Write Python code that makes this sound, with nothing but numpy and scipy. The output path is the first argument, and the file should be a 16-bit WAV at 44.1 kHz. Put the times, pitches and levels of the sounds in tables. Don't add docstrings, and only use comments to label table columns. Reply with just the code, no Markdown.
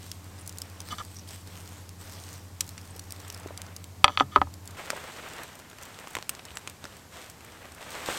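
import sys
import numpy as np
from scipy import signal
from scipy.fft import rfft, irfft, next_fast_len
from scipy.io import wavfile
from scipy.ndimage import uniform_filter1d

SR = 44100
rng = np.random.default_rng(int(sys.argv[2]) if len(sys.argv) > 2 else 0)


def to_wav(sig):
    pcm = np.clip(np.atleast_2d(sig), -1, 1) * 32767
    pcm = np.round(pcm).astype(np.int16)
    wavfile.write(sys.argv[1], SR, pcm.T)


N = 360736
TIME = np.arange(N) / SR

# t/s, length/s, relative rub/dB, relative fizz/dB
STROKES = [(-0.03, .18, -68, -49.5), (.21, 0.44, -50, -56), (.62, 0.3, -48.5, -57), (.85, 0.13, -54, -45),
           (1.04, 0.19, -64, -54), (1.27, 0.068, -55, -43), (1.45, 0.25, -48.5, -50.5),
           (1.71, 0.088, -49.5, -49), (1.98, 0.38, -47, -46.5), (2.55, 0.74, -53, -55.5),
           (3.08, 0.32, -50, -56)]
# t/s, length/s, relative cloth/dB, relative swish/dB
MOVES = [(3.15, 0.54, -52.5, -67), (4.63, 0.22, -54.5, -66), (4.765, 0.051, -42, -48.5),
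         (4.82, 0.62, -44, -51), (5.45, 0.34, -55, -64), (5.76, 0.41, -49, -55.5), (6.28, 0.14, -51, -60),
         (6.45, 0.24, -52.5, -58.5), (6.8, 0.17, -52.5, -57.5), (7.11, .11, -46.5, -51),
         (7.38, .38, -50.5, -60.5), (7.79, .12, -46.5, -51.5), (7.89, 0.16, -42, -45.5),
         (8.05, 0.11, -37.5, -38)]


def amp(db):
    return 10 ** (np.asarray(db) / 20)


def unit(x):
    return x / np.sqrt(np.mean(x ** 2) + 1e-20)


def add(mix, s, sound):
    part = mix[round(s * SR):][:len(sound)]
    part += sound[:len(part)]


def spectrum_db(points, size):
    hz, db = np.transpose(points)
    return np.interp(np.log(np.fft.rfftfreq(size, 1 / SR) + 1), np.log(hz), db)


def coloured(x, points):
    size = next_fast_len(len(x))
    return unit(irfft(rfft(x, size) * amp(spectrum_db(points, size)), size)[:len(x)])


def causal(db):
    log_gain = np.log(amp(np.r_[db, db[-2:0:-1]]))
    return np.fft.ifft(np.exp(np.conj(signal.hilbert(log_gain)))).real


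def passed(x, hz, kind, order=2):
    return signal.sosfilt(signal.butter(order, min(hz, SR / 2 - 100), kind, fs=SR, output="sos"), x)


def drift(hz):
    rolloff = np.exp(-(np.fft.rfftfreq(N, 1 / SR) / hz) ** 2)
    return unit(irfft(rfft(rng.standard_normal(N)) * rolloff, N))


def grains(per_s, spread_db, smooth):
    sizes = amp(spread_db * np.minimum(rng.exponential(1, N), 4)) * rng.choice([-1, 1], N)
    slipping = rng.random(N) < per_s / SR
    return unit(sizes * slipping) + smooth * rng.standard_normal(N)


def efforts(movements, rise_share, sag_db, release_s):
    power = np.zeros((2, N))
    for s, length, *levels_db in movements:
        t = np.maximum(TIME - s, 0)
        attack = np.sin(np.pi / 2 * np.minimum(t / (rise_share * length), 1))
        sag = amp(-sag_db * np.minimum(t / length, 1))
        release = np.exp(-np.maximum(t - length, 0) / release_s)
        power += (amp(levels_db)[:, None] * attack * sag * release) ** 2
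    return np.sqrt(power)


def hum_and_air(hum_end_s=4.775, fade_s=0.012):
    # f/Hz, rms level/dB
    hum_tones = [(88.7, -48), (99.7, -53), (174.6, -62), (177.4, -69.5), (199.7, -68), (299.5, -65.5)]
    # f/Hz, relative level/dB
    air_spectrum = [(15, -41), (25, -10), (38, -18.5), (70, 0), (92, -2), (137, 0), (277, -3.5),
                    (439, -5.5), (1040, -10), (3160, -16.5), (7710, -16), (10400, -22.5), (13200, -20),
                    (15000, -28), (16200, -44)]
    rumble_spectrum = [(30, -7), (70, -21), (120, -2.5), (280, -6.5), (450, -21.5), (1100, -13.5),
                       (1600, -32.5)]
    drone_spectrum = [(40, -15), (65, -1), (95, 5), (115, -5), (260, -7.5), (500, -41)]
    hum = sum(amp(db) * unit(np.sin(2 * np.pi * (hz * TIME + rng.random()))) for hz, db in hum_tones)
    air = amp(-53.5) * coloured(rng.standard_normal(N), air_spectrum)
    rumble = amp(-57) * coloured(rng.standard_normal(N), rumble_spectrum)
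    drone = amp(-56.5) * coloured(rng.standard_normal(N), drone_spectrum)
    running = np.clip((hum_end_s - TIME) / fade_s, 0, 1)
    return air + running * (hum + rumble) + (1 - running) * drone


def carving():
    # f/Hz, relative level/dB
    rub_spectrum = [(150, -16), (400, 1), (1100, -1.5), (1800, -3.5), (3500, -10.5), (7000, -32)]
    fizz_spectrum = [(1500, -4), (3500, -6), (5500, -3.5), (7200, -6), (8500, -2), (10000, -12),
                     (13500, -7.5), (16000, -16)]
    rub = coloured(grains(per_s=2500, spread_db=5, smooth=1), rub_spectrum) * amp(-6.5 + 0.55 * drift(25))
    fizz = coloured(grains(per_s=570, spread_db=17, smooth=1.5), fizz_spectrum) * amp(drift(40))
    pops = amp(-1) * coloured(juices(per_s=2500, pop_t60=0.0041), fizz_spectrum)
    wet = amp(-3) * squelched(fizz + pops, depth_db=2.2)
    rubbing, parting = efforts(STROKES, rise_share=0.14, sag_db=1.5, release_s=0.068)
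    return rub * rubbing + wet * parting


def juices(per_s, pop_t60, pitches=24):
    out, t = np.zeros(N), np.arange(512) / SR
    clump_times = np.linspace(0, TIME[-1], 140)
    for hz in np.geomspace(3000, 14000, pitches):
        pop = np.sin(2 * np.pi * hz * t) * amp(-60 * t / pop_t60)
        clumps = amp(np.interp(TIME, clump_times, 4 * rng.standard_normal(len(clump_times))))
        sizes = rng.uniform(-0.78, 1, N) * (rng.random(N) < per_s / pitches / SR)
        out += signal.oaconvolve(sizes * clumps, pop)[:N]
    return out


def squelched(x, depth_db):
    spectra = signal.stft(x, nperseg=512)[2]
    pockets = uniform_filter1d(rng.standard_normal(spectra.shape), size=11, axis=0)
    pockets = uniform_filter1d(pockets, size=12, axis=1)
    return unit(signal.istft(spectra * amp(depth_db * unit(pockets)), nperseg=512)[1][:N])


def skin_snaps():
    # t/s, strength/dB, centre f/Hz, relative crumble/dB
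    loud = [(.1146, -10.5, 4670, -7), (.4757, -12, 10700, -17), (.4934, -15, 8700, -18),
            (.5842, -12, 10000, -16), (.6178, -8.5, 7070, -19), (.803, -13, 4700, -3),
            (1.8915, -20.5, 5600, -25), (2.606, 1.5, 5180, -4), (2.6075, -1.5, 5460, 2),
            (2.6905, -16, 7770, -13), (2.778, -16, 2720, 12), (2.9622, -22, 13900, -11),
            (2.993, -13.5, 6900, 5), (3.1063, -17.5, 6100, -17), (3.122, -11.5, 8100, -31),
            (3.3002, -12.5, 4870, 3), (3.344, -16, 6230, -1), (3.575, -13, 5000, -15),
            (3.617, -13.5, 4930, -24), (3.763, -13.5, 5750, 4), (3.8413, -18.5, 5440, -21),
            (4.5384, -20, 6350, -2), (4.6748, -16.5, 7200, -8)]
    # f/Hz, relative level/dB
    spectrum = [(300, -22), (1200, -7.5), (3000, -8.5), (5000, -5), (8200, -5), (10500, -7.5),
                (16000, -11.5)]
    weak = small_breaks(STROKES, per_s=20, db=-22.5, spread_db=6.5,
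                        centre_hz=6500, octaves=1.16, crumble_db=-16)
    return cracks([*loud, *weak], spectrum, focus_db=3.1, crumble_t60=0.012, lag_s=0.00098)


def small_breaks(movements, per_s, db, spread_db, centre_hz, octaves, crumble_db, count=600):
    when, luck, weakness, pitch = rng.random((count, 4)).T
    s = when * N / SR
    moving = np.any([(s > start) & (s < start + length) for start, length, *_ in movements], axis=0)
    hz = centre_hz * 2 ** (octaves * (pitch - 0.5))
    rows = np.c_[s, db - spread_db * weakness, hz, np.full(count, crumble_db)]
    return rows[moving & (luck < per_s * N / SR / count)]


def cracks(rows, spectrum, focus_db, crumble_t60, lag_s, size=4096):
    out, t = np.zeros(N), np.arange(size) / SR
    hz = np.fft.rfftfreq(size, 1 / SR) + 200
    for s, db, centre_hz, crumble_db in rows:
        resonances_db = 3 * unit(uniform_filter1d(rng.standard_normal(len(hz)), size=60))
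        off_centre_db = focus_db * np.log2(hz / centre_hz) ** 2
        pulse = causal(spectrum_db(spectrum, size) + resonances_db - off_centre_db)
        splinters = unit(rng.standard_normal(size) ** 3)
        crumble = splinters * amp(crumble_db - 60 * t / crumble_t60)
        crack = signal.fftconvolve((t == 0) + crumble, pulse)[:size]
        add(out, s + lag_s, amp(db) * crack / np.linalg.norm(crack))
    return out


def squishes(width_hz=370):
    # t/s, length/s, level/dB, centre f/Hz
    runs = [(0.379, 0.052, -54, 9170), (1.03, 0.17, -61, 8100), (1.148, 0.065, -49, 5800),
            (2.772, 0.024, -52, 2470), (2.893, 0.035, -56, 8240), (6.482, .012, -49, 2900),
            (6.503, 0.0075, -47, 2820), (6.542, 0.058, -50, 7850)]
    out, slips = np.zeros(N), grains(per_s=180, spread_db=0, smooth=0.26)
    for s, length, db, hz in runs:
        resonance = signal.iirpeak(hz, hz / width_hz, fs=SR)
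        squish = signal.lfilter(*resonance, slips[round(s * SR):][:round(length * SR)])
        add(out, s, amp(db) * unit(squish) * signal.windows.tukey(len(squish), 0.5))
    return out


def blade_scrapes():
    # t/s, length/s, level/dB, low-pass f/Hz
    drags = [(0.903, 0.033, -38, 9000), (0.92, 0.028, -36.5, 1700), (0.979, 0.035, -38.5, 7000),
             (0.994, 0.028, -37.5, 1500), (4.08, 0.094, -48, 7000), (4.177, 0.055, -39, 8000),
             (4.311, 0.055, -44.5, 4500)]
    # f/Hz, relative level/dB, t60/s
    blade_modes = [(247, -15, 0.053), (1225, -1, 0.068), (1405, -10.5, 0.071), (1700, -9.5, 0.048),
                   (2290, -3.5, 0.009), (3010, -2.5, 0.02), (3420, -2.5, 0.034), (3580, -12, .03),
                   (4660, -11, 0.058), (6100, -2, 0.0155), (7260, -5, .012)]
    out, slips = np.zeros(N), grains(per_s=550, spread_db=9.5, smooth=0.92)
    blade = ringing(blade_modes, t60_factor=1.1, place=0)
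    rasp = unit(signal.oaconvolve(slips, blade)[:N]) + 0.38 * unit(slips)
    for s, length, db, high_hz in drags:
        scrape = passed(rasp[round(s * SR):][:round(length * SR)], high_hz, "low")
        add(out, s, amp(db) * unit(scrape) * signal.windows.tukey(len(scrape), 0.5))
    return out


def ringing(modes, t60_factor, place, size=8192):
    out, t = np.zeros(size), np.arange(size) / SR
    for k, (hz, db, t60) in enumerate(modes):
        favour = (-1) ** (k // 2) * amp(4 * np.cos(np.pi * k * place))
        out += favour * amp(db - 60 * t / (t60 * t60_factor)) * np.sin(2 * np.pi * hz * t)
    return out


def knife_knocks(rebounds=3, first_gap_s=0.015, gap_factor=0.45, loss_db=5.5):
    # t/s, peak/dB, high-pass f/Hz, low-pass f/Hz, factor on t60,
    # relative crack/dB, place along the blade (0-1), relative first rebound/dB
    blows = [(2.607, -25, 2900, 4500, 1.8, -20, 0.16, -30), (4.0429, 6.5, 670, 5850, 0.83, -10, 0.16, -25),
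             (4.0503, -20, 530, 7300, 0.43, -7.5, 0.43, -10),
             (4.0797, -11, 390, 2800, 1.1, -8, 0.14, -11.5), (4.1738, -7, 1370, 2940, 0.77, -4, 0.15, -27),
             (4.1988, -9, 2300, 3300, 1.05, -10, 0.3, -24), (4.207, -4, 220, 1160, 0.91, 0, 0.65, -22),
             (4.36, -0.9, 250, 1400, 1, 6.5, 0.86, -16), (4.4154, -6, 300, 1240, 0.84, 4, 0.68, -35),
             (4.471, -35, 150, 647, .7, -6, 0.46, -14)]
    out = np.zeros(N)
    for s, db, low_hz, high_hz, t60_factor, crack_db, place, rebound_db in blows:
        add(out, s, amp(db) * knife_contact(low_hz, high_hz, t60_factor, crack_db, place))
        for k in range(rebounds):
            s += first_gap_s * gap_factor ** k
            rebound = knife_contact(low_hz=350, high_hz=1100, t60_factor=0.41, crack_db=-3, place=place)
            add(out, s, amp(db + rebound_db - k * loss_db) * rebound)
    return out


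def knife_contact(low_hz, high_hz, t60_factor, crack_db, place, size=8192):
    # f/Hz, relative level/dB, t60/s
    knife_modes = [(274, -21, 0.12), (406, -41, 0.1), (582, -16, 0.09), (770, -6.5, 0.039),
                   (894, -9, 0.047), (987, 0, 0.03), (1190, -17.5, 0.027), (1264, 5, 0.037),
                   (1745, -16, 0.076), (2000, -4, 0.02), (2290, -1, 0.011), (2500, -8.5, 0.029),
                   (3110, -4.5, 0.015), (3310, -5, 0.022), (3610, -0.5, 0.0094), (4040, -19, 0.031),
                   (4520, -5, 0.019), (4740, -13, 0.031), (5820, -11.5, 0.028), (7650, -34, 0.034)]
    t = np.arange(size) / SR
    body = ringing(knife_modes, t60_factor, place)
    crack = 0.73 * (t == 0) + 0.21 * rng.standard_normal(size) * amp(-60 * t / 0.032)
    blow = body / abs(body).max() + amp(crack_db) * crack
    blow = passed(passed(blow, low_hz, "high"), high_hz, "low")
    return blow / abs(blow).max()


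def soft_bumps():
    # t/s, level/dB, f/Hz, t60/s
    bumps = [(2.958, -36, 490, 0.022), (3.460, -21, 400, 0.015), (3.507, -21.5, 610, 0.0097),
             (4.9315, -22, 585, 0.024), (6.168, -33, 480, 0.019), (6.842, -35, 287, 0.034),
             (8.0875, -6.5, 575, 0.0064)]
    return thumps(bumps, overtone_gain=0.45)


def thumps(rows, overtone_gain, overtone_ratio=1.525, attack_s=0.00083, size=12288):
    out, t = np.zeros(N), np.arange(size) / SR
    attack = 1 - np.exp(-t / attack_s)
    for s, db, hz, t60 in rows:
        phase = 2 * np.pi * hz * t
        swing = np.sin(phase) + overtone_gain * np.sin(overtone_ratio * phase)
        add(out, s, swing * attack * amp(db - 60 * t / t60))
    return out


def jacket_rustle():
    # f/Hz, relative level/dB
    cloth_spectrum = [(100, -10), (250, -5), (500, 1.5), (1300, 0.5), (2200, -2), (3500, -10),
                      (6000, -26.5)]
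    swish_spectrum = [(1500, -15), (3200, -1), (5000, -5.5), (7000, -6), (8500, -3.5), (10000, -17.5),
                      (13500, -12), (16000, -30)]
    slips = grains(per_s=1600, spread_db=4, smooth=1.5) * amp(1.85 * drift(37))
    litter = grains(per_s=1000, spread_db=12.5, smooth=1.74)
    cloth = amp(0.23) * coloured(slips, cloth_spectrum)
    swish = amp(0.5) * coloured(litter, swish_spectrum)
    sliding, brushing = efforts(MOVES, rise_share=0.31, sag_db=1, release_s=0.11)
    return cloth * sliding + swish * brushing


def twig_cracks():
    # t/s, strength/dB, centre f/Hz, relative crumble/dB
    loud = [(4.9018, -0.5, 2350, 8), (5.433, -17, 6000, -11), (5.784, -21, 2500, -12),
            (5.832, -19, 5000, -14), (5.988, -18.5, 1990, -21), (6.072, -14.5, 1500, -19),
            (6.1513, -4, 2400, -20), (6.167, -5.5, 1300, -16), (6.186, -12.5, 1600, -23),
            (6.225, -14, 2170, -30), (6.2927, -0.5, 5750, -15), (6.349, -18, 2500, 0),
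            (6.392, -17, 2000, 0), (6.451, -17, 3500, -11), (6.5705, -8.5, 2900, -24),
            (6.674, -9, 2160, -16), (6.697, -17.5, 6500, -20), (6.841, -13.5, 1950, -28),
            (6.852, -14, 2200, -5), (7.298, -18.5, 7500, -13)]
    # f/Hz, relative level/dB
    spectrum = [(150, 7), (500, 8), (1400, 3.5), (3200, -0.5), (5500, 0.5), (8300, 4), (10500, -2),
                (16000, -0.5)]
    weak = small_breaks(MOVES, per_s=20, db=-23, spread_db=3, centre_hz=3760, octaves=3.1, crumble_db=-11)
    return cracks([*loud, *weak], spectrum, focus_db=2.5, crumble_t60=0.018, lag_s=0.001103)


def board_thuds():
    # t/s, level/dB, f/Hz, t60/s
    thuds = [(4.0429, -17.5, 71.6, 0.019), (4.207, -27.5, 270, 0.11), (4.225, -35.5, 133, 0.257),
             (4.361, -22.5, 393, 0.082), (4.385, -30, 80, 0.45), (4.416, -17, 285, 0.027)]
    return thumps(thuds, overtone_gain=0.37)


def surroundings(direct, scatter_db=-34, t60=0.12, delay_s=0.003, size=16384):
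    t = np.arange(size) / SR
    tail = passed(rng.standard_normal(size), 6000, "low") * amp(-60 * t / t60) * (t > delay_s)
    return direct + amp(scatter_db) * signal.oaconvolve(direct, tail / np.linalg.norm(tail))[:N]


def scene():
    friction = carving() + squishes() + jacket_rustle()
    knife = knife_knocks() + blade_scrapes() + board_thuds()
    impacts = knife + skin_snaps() + twig_cracks() + soft_bumps()
    mono = surroundings(impacts) + friction + hum_and_air()
    return np.array([mono, mono])


def record(dry):
    clipped = np.clip(dry, -1, 1)
    band_limit = signal.firwin(401, cutoff=16150, window=("kaiser", 9), fs=SR)
    return signal.oaconvolve(clipped, band_limit[None], "same")


dry = scene()
out = record(dry)
to_wav(out)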